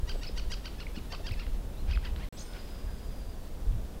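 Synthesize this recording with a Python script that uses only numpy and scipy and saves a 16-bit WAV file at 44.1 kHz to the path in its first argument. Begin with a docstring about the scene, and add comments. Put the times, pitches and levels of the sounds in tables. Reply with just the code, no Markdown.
"""Woodpeckers in bare treetops

Each harsh chatter note starts as a low buzz, leaps up in pitch and sags: harmonics shaped by a throat.
Hoarse squawks and a second bird's arched squeaks cut in, small birds whistle far off and twigs tick,
all scattered by the trees, while light wind buffets the microphone. The sound drops out for a moment,
then resumes with a quick twitter and fainter calls."""
import sys
import numpy as np
from scipy import signal
from scipy.fft import rfft, irfft, next_fast_len
from scipy.io import wavfile
from scipy.ndimage import map_coordinates

SR = 44100
rng = np.random.default_rng(int(sys.argv[2]) if len(sys.argv) > 2 else 0)


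def waveform_to_disk(signal):
    """Save audio, clipped to [-1, 1], as 16-bit WAV at the path in sys.argv[1]."""
    frames = np.transpose(np.atleast_2d(signal))
    scaled = np.clip(frames, -1, 1) * 32767
    samples = np.round(scaled).astype(np.int16)
    wavfile.write(sys.argv[1], SR, samples)


N = 176400


def amp(db):
    return 10 ** (np.asarray(db) / 20)


def unit(x):
    return x / np.sqrt(np.mean(x ** 2) + 1e-20)


def clock():
    return np.arange(N) / SR


def along(points, hz):
    """Interpolation of (Hz, value) points on a logarithmic frequency axis."""
    freqs, values = np.transpose(points)
    return np.interp(np.log(hz + 1), np.log(freqs + 1), values)


def curves(rows):
    """Linear interpolation in time of each column after the first."""
    times, *columns = np.transpose(rows)
    return [np.interp(clock(), times, column) for column in columns]


def wobble(rate, size=N):
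    """Smooth random modulation with `rate` knots a second."""
    return map_coordinates(rng.standard_normal(size // 8 + 4), [np.arange(size) * rate / SR], mode="mirror")


def filtered(x, response):
    """Linear filtering: the spectrum times a frequency response."""
    padded = next_fast_len(len(x) + 8192)
    return irfft(rfft(x, padded) * response(np.fft.rfftfreq(padded, 1 / SR)), padded)[:len(x)]


def noise(spectrum, size=N):
    """Coloured noise of rms 1."""
    return unit(filtered(rng.standard_normal(size), lambda hz: amp(along(spectrum, hz))))


def phase_of(hz):
    """Phase is the integral of frequency."""
    return 2 * np.pi * np.cumsum(hz) / SR


def add(out, s, x):
    """Superposition: mix x in, centred on time s."""
    i = round(s * SR) - len(x) // 2 + np.arange(len(x))
    inside = (i >= 0) & (i < N)
    out[i[inside]] += x[inside]


def gate(u):
    """A rounded window, open for u from -1 to 1."""
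    return np.exp(-np.minimum(np.abs(u), 3) ** 6)


def bursts(rows):
    """Noise excites one resonance; duration and bandwidth are Gaussian standard deviations."""
    out, t = np.zeros(N), np.arange(-SR // 10, SR // 10) / SR
    for s, hz, octaves, length, db in rows:
        grain = rng.standard_normal(len(t)) * np.exp(-.5 * (t / length) ** 2)
        ring = filtered(grain, lambda f: np.exp(-.5 * (np.log2((f + 1) / hz) / octaves) ** 2))
        add(out, s, amp(db) * unit(ring) * np.sqrt(2 * length * SR / len(t)))
    return out


# Spectra of the air and the crowns. Each row: frequency in Hz, relative density in dB.
AIR_SPECTRUM = [(50, -3.5), (110, -6.5), (200, -4.5), (300, -10.5), (480, -11), (750, -17), (1100, -22.5),
                (1800, -32), (3000, -43.5), (5000, -33.5), (9000, -36), (15500, -37.5)]
RUSTLE_SPECTRUM = [(300, -50), (700, -7), (1500, 1), (2200, -1.5), (3600, -0.5), (6000, -11), (12000, -14)]
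# The rustle's envelope. Each row: time in seconds, level in dB.
RUSTLE_LEVEL = [(0, -58.5), (1.4, -59), (1.7, -60.5), (2.25, -58.5), (2.6, -56.5), (3.1, -60.5), (4, -61)]

def breeze():
    """Broadband flow noise: steady air and a faint rustle in the crowns."""
    rustle_db, = curves(RUSTLE_LEVEL)
    air = noise(AIR_SPECTRUM) * amp(-47 + 0.42 * wobble(13))
    rustle = noise(RUSTLE_SPECTRUM) * amp(rustle_db + 0.79 * wobble(34.93))
    return air + rustle


# The rumble's spectrum. Each row: frequency in Hz, relative density in dB.
RUMBLE_SPECTRUM = [(10, -9.5), (20, 4), (46, -2), (65, -6.5), (100, -18), (150, -26), (300, -35.5),
                   (700, -54), (3000, -120)]
# Its envelope. Each row: time in seconds, relative level in dB.
RUMBLE_LEVEL = [(0, -35), (.3, -35), (.48, -31), (.62, -39.5), (1, -34), (1.55, -33.5), (1.8, -33),
                (1.92, -29), (2.2, -31), (2.35, -37.5), (2.68, -41), (2.92, -33), (3.25, -36.5),
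                (3.58, -40), (3.72, -27.5), (3.88, -37.5), (4, -43)]
# Puffs. Each row: time in seconds, centre in Hz, bandwidth in octaves, duration in seconds, level in dB.
WIND_PUFFS = [(.04, 42, 0.74, 0.0056, -23.5), (1.32, 46.7, 0.7, 0.01, -28.5),
              (1.555, 32.4, 0.44, 0.017, -26), (1.9, 41, 0.59, 0.013, -23.5),
              (1.975, 40.5, 0.4, 0.015, -23), (2.13, 47.3, 0.53, 0.0069, -29),
              (3.69, 41.5, 0.62, 0.015, -23), (3.74, 84, 0.54, 0.033, -34)]

def buffeting():
    """Turbulent pressure on the microphone gives a lumpy rumble and single puffs."""
    db, = curves(RUMBLE_LEVEL)
    rumble = unit(noise(RUMBLE_SPECTRUM) * amp(0.52 * wobble(33)))
    return amp(db - 1) * rumble + bursts(WIND_PUFFS)


# The reverberation's spectrum. Each row: frequency in Hz, relative density in dB.
TAIL_SPECTRUM = [(300, -4), (1500, -5), (3000, 1), (4000, 2), (4800, 1), (5700, 0), (9000, -3.5)]

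def among_trees(x, t60_s=0.38, tail_db=-11.5):
    """Scattering from trunks and branches adds a diffuse, exponentially decaying tail."""
    t = clock()[:SR]
    build_up = 1 - np.exp(-t / 0.0045)
    tail = noise(TAIL_SPECTRUM, size=SR) * amp(-60 * t / t60_s) * build_up
    return x + amp(tail_db) * signal.fftconvolve(x, tail / np.linalg.norm(tail))[:N]


# Ticks. Each row: time in seconds, centre in Hz, bandwidth in octaves, duration in seconds, level in dB.
TWIG_TICKS = [(.155, 506, 0.41, 0.003, -40.5), (.297, 475, 0.41, 0.0025, -42),
              (.869, 2180, 0.12, 0.00077, -37), (.98, 255, 0.34, 0.004, -38),
              (1.138, 780, 0.73, 0.0096, -44), (1.205, 514, 0.36, 0.0034, -45),
              (1.3205, 9000, 1.3, .001, -49.5), (1.467, 2000, 0.64, 0.0017, -47.5),
              (1.975, 1590, 0.6, 0.00093, -36.5), (2.163, 1980, 0.67, 0.001, -42.5)]

def twigs():
    """Brief excitation of a damped resonance: twig ticks and soft pats."""
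    return bursts(TWIG_TICKS)


# Calls. Each row: time in seconds, centre in Hz, bandwidth in octaves, duration in seconds, level in dB.
BLURRED_CALLS = [(2.53, 1470, 0.05, 0.04, -60), (2.535, 3730, 0.14, 0.0018, -51),
                 (2.56, 1700, 0.95, 0.022, -56), (2.3, 2600, 0.55, 0.0035, -54),
                 (2.8, 1200, 0.32, 0.17, -68)]

def far_calls():
    """Band-limited noise stands for faint, blurred calls far away."""
    return bursts(BLURRED_CALLS)


# One drawn-out note. Each row: time in seconds, pitch in Hz, relative level in dB.
WHISTLE_CONTOUR = [(2.42, 5200, -62), (2.48, 5030, -63.5), (2.75, 4970, -63.5), (3.291, 4810, -64.5),
                   (3.36, 4570, -68), (3.55, 4600, -78)]

def long_whistle(blur_hz=170.4, waver_hz=59.5):
    """Spectral broadening: the trees blur a far bird's slowly sinking note."""
    hz, db = curves(WHISTLE_CONTOUR)
    sounding = (clock() > WHISTLE_CONTOUR[0][0]) & (clock() < WHISTLE_CONTOUR[-1][0])
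    blur = wobble(2 * blur_hz) + 1j * wobble(2 * blur_hz)
    envelope = amp(db - 1.5 + 0.91 * wobble(18)) * sounding
    carrier = np.exp(1j * phase_of(hz + waver_hz * wobble(40)))
    return envelope * unit(np.real(blur * carrier))


# Thin distant whistles, and chirps that mostly form one twitter.
# Each row: start in seconds, duration in seconds, first pitch in Hz, last pitch in Hz, level in dB.
THIN_WHISTLES = [(.1, 0.14, 7470, 7950, -67), (2.32, .21, 7600, 8780, -60)]
TWITTER = [(1.765, 0.056, 3520, 4250, -60), (2.371, 0.018, 4680, 6200, -49),
           (2.384, 0.018, 3300, 6930, -48.5), (2.403, 0.015, 4470, 6600, -48),
           (2.417, 0.015, 4200, 6800, -53), (2.396, 0.045, 7000, 7150, -57.5),
           (2.86, .11, 1800, 1466, -62.5)]

def small_birds(rows, undertone_db, jitter, undertone_ratio=.67):
    """Frequency modulation: each note glides and levels off, with a weaker second voice below."""
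    out, t = np.zeros(N), np.arange(-SR // 5, SR // 5) / SR
    for s, length, start_hz, end_hz, db in rows:
        u = 2 * t / length
        remaining = np.clip((1 - u) / 2, 0, 1)
        pitch = end_hz + (start_hz - end_hz) * remaining ** 2
        phase = phase_of(pitch * (1 + jitter * wobble(700, len(t))))
        tone = np.sin(phase) + amp(undertone_db) * np.sin(undertone_ratio * phase)
        add(out, s + length / 2, amp(db + 2.8 * wobble(104.8, len(t))) * gate(u) * tone)
    return out


def treble_loss(hz, cutoff_hz):
    """Directivity: treble is lost when the bird faces away."""
    return 1 / np.sqrt(1 + (hz / cutoff_hz) ** 9)


FLUTTER_RATE = 1000  # knots a second
# Squeaks. Each row: time of the top in seconds, duration in seconds, top pitch in Hz,
# fundamental in dB, octave in dB before treble loss, cutoff in Hz.
ARCHED_SQUEAKS = [(0.278, 0.031, 2590, -53.5, -44.5, 7000), (1.327, 0.037, 2660, -46.5, -41.5, 3670),
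                  (1.943, 0.038, 2602, -44.5, -34, 3020), (2.596, .022, 2490, -66, -54, 5500)]

def squeaks(arch_drop=.36, roughness=0.4):
    """Amplitude modulation roughens the second bird's arch of pitch and its octave."""
    out, t = np.zeros(N), np.arange(-SR // 20, SR // 20) / SR
    for s, length, hz, fundamental_db, octave_db, cutoff_hz in ARCHED_SQUEAKS:
        u = np.clip(2 * t / length, -1.5, 1.5)
        pitch = hz * (1 - arch_drop * np.abs(u) ** 2.3) * (1 + 0.0041 * wobble(805, len(t)))
        phase = phase_of(pitch)
        octave = amp(octave_db) * treble_loss(2 * np.abs(pitch), cutoff_hz) * np.sin(2 * phase)
        tone = amp(fundamental_db) * np.sin(phase) + octave
        flutter = 1 + roughness * wobble(FLUTTER_RATE, len(t))
        add(out, s, gate(u) * tone * flutter)
    return out


# The throat's resonances. Each row: frequency in Hz, gain in dB.
THROAT_RESPONSE = [(800, -9.5), (1600, -9.5), (2300, -4.5), (3100, -6), (3800, -8), (4750, 0.5),
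                   (5700, -4.5), (6500, -11.5), (8000, -12), (11000, -19), (15000, -22)]
# The source ahead of the throat. Each entry: relative level in dB, for harmonics 1 to 10.
HARMONICS_DB = [0, 1.5, -1, -1, -9, -2, 0, 0, 1, 6]

def voice(pitch, cutoff_hz, roughness, body_db=0, rasp_db=-21):
    """Source and filter: fluttering harmonics and pitch-pulsed breath pass through a fixed throat."""
    size, phase = len(pitch), phase_of(pitch)
    breath = filtered(noise(THROAT_RESPONSE, size), lambda hz: treble_loss(hz, np.median(cutoff_hz)))
    out = amp(rasp_db) * breath * (1 + np.cos(phase))
    for k, db in enumerate(HARMONICS_DB, 1):
        flutter = 1 + roughness * (wobble(FLUTTER_RATE, size) + 1j * wobble(FLUTTER_RATE, size))
        gain = amp(db + body_db * (k <= 2) + along(THROAT_RESPONSE, k * pitch))
        out += gain * treble_loss(k * pitch, cutoff_hz) * np.real(flutter * np.exp(1j * k * phase))
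    return out


# Squawks. Each row: time of the top, swell and fade in seconds, top pitch in Hz,
# relative level in dB, cutoff in Hz, roughness from 0 to 1.
HOARSE_SQUAWKS = [(1.437, 0.035, 0.024, 1056, -55.5, 4500, .5), (1.894, 0.019, .012, 870, -50.5, 3800, 0.6),
                  (2.066, 0.045, 0.028, 1035, -49, 3740, 0.36),
                  (2.238, 0.06, 0.019, 1083, -49.5, 3930, 0.52), (2.554, 0.021, 0.052, 762, -56, 3800, 0.8)]

def squawks(climb_per_s=7.5, sag=.27, jitter=.05):
    """Joint pitch and amplitude modulation: throaty notes climb as they swell and droop as they fade."""
    out, t = np.zeros(N), np.arange(-SR // 10, SR // 10) / SR
    for s, swell_s, fade_s, hz, db, cutoff_hz, roughness in HOARSE_SQUAWKS:
        climb = climb_per_s * np.minimum(t, 0)
        droop = sag * np.clip(t / fade_s, 0, 2) ** 2
        pitch = hz * np.exp(climb - droop + jitter * wobble(220.3, len(t)))
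        envelope = amp(db) * np.exp(-(t / np.where(t < 0, swell_s, fade_s)) ** 2)
        add(out, s, envelope * voice(pitch, cutoff_hz, roughness, body_db=2.5))
    return out


BUZZ_DB, BUZZ_DB_PER_S, BUZZ_CLIMB_PER_S, BUZZ_BRIGHTENING = -3, 290, 0.97, 0.13
LEAP_LEAD_S, LEAP_S = .0035, .0014
SNAP_LEAD_S, SNAP_S, SNAP_DB, SNAP_BRIGHTENING = 0.002, 0.0029, 1, 1.3
# Woodpecker notes. Each row: time of the crest in seconds, crest and buzz pitches in Hz,
# buzz and fall durations in seconds, relative level in dB, cutoff in Hz, roughness from 0 to 1.
CHATTER_NOTES = [(0.0975, 1598, 961, 0.024, 0.026, -39, 5000, 0.07),
                 (0.237, 1513, 929, 0.028, 0.02, -41, 5000, 0),
                 (0.3832, 1554, 940, 0.023, .019, -39, 5600, 0.2),
                 (0.5248, 1628, 952, 0.025, 0.021, -37, 6100, .12),
                 (0.6617, 1577, 946, 0.025, 0.022, -40, 4400, 0),
                 (0.8082, 1465, 863, .027, 0.026, -42, 4000, 0.28),
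                 (0.967, 1480, 856, 0.024, 0.026, -44, 4130, 0),
                 (1.1283, 1590, 900, 0.03, 0.028, -41, 4900, 0.25),
                 (1.2717, 1650, 904, 0.0324, .024, -38.5, 4270, 0.17),
                 (1.401, 1416, 869, 0.033, 0.029, -43.5, 3900, .3),
                 (1.915, 1607, 924, 0.0208, .024, -43, 4160, 0.37),
                 (2.0557, 1613, 901, 0.017, 0.021, -42.5, 3700, 0.5)]

def chatter(sag=.35, fade_db=4.5, release_s=.0035, jitter=.009, shimmer_db=1.6):
    """A jump in fundamental frequency: each note swells as a buzz, leaps to its crest and sags."""
    out, t = np.zeros(N), np.arange(-SR // 14, SR // 14) / SR
    for s, crest_hz, buzz_hz, buzz_s, fall_s, db, cutoff_hz, roughness in CHATTER_NOTES:
        leap = .5 + .5 * np.tanh((t + LEAP_LEAD_S) / (2 * LEAP_S))
        snap = np.exp(-((t + SNAP_LEAD_S) / SNAP_S) ** 2)  # a loud instant in the leap
        fall = np.clip(t / fall_s, 0, 1.2)

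        buzz_pitch = buzz_hz * (1 + BUZZ_CLIMB_PER_S * (np.minimum(t, 0) + buzz_s / 2))
        pitch = (buzz_pitch + (crest_hz - buzz_pitch) * leap) * (1 - sag * fall ** 2.573)
        pitch *= 1 + jitter * wobble(578, len(t))

        swell_db = (1 - leap) * (BUZZ_DB + BUZZ_DB_PER_S * np.minimum(t + LEAP_LEAD_S, 0))
        level_db = db + swell_db + SNAP_DB * snap - fade_db * fall + shimmer_db * wobble(396, len(t))
        onset = gate(np.minimum(t, 0) / buzz_s)
        release = .5 - .5 * np.tanh((t - fall_s) / release_s)

        strength = amp(db + 30)  # strong notes snap brighter
        brightness = 1 + BUZZ_BRIGHTENING * (1 - leap) + SNAP_BRIGHTENING * strength * snap
        add(out, s, amp(level_db) * onset * release * voice(pitch, cutoff_hz * brightness, roughness))
    return out


def scene():
    """Superposition of reverberant birds and twigs with dry wind, in one channel."""
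    birds = chatter() + squawks() + squeaks() + long_whistle() + far_calls()
    birds += small_birds(TWITTER, undertone_db=-9, jitter=0.036)
    birds += small_birds(THIN_WHISTLES, undertone_db=-38, jitter=0.0064)
    return (among_trees(birds + twigs()) + buffeting() + breeze())[None]


def record(dry):
    """Gating and band limiting: the sound drops out briefly and loses its highest treble."""
    dropout_start_s, dropout_end_s, top_hz = 2.288, 2.325, 15780
    live = (clock() < dropout_start_s) | (clock() > dropout_end_s)
    return filtered(dry[0] * live, lambda hz: hz < top_hz)[None]


dry = scene()
out = record(dry)
waveform_to_disk(out)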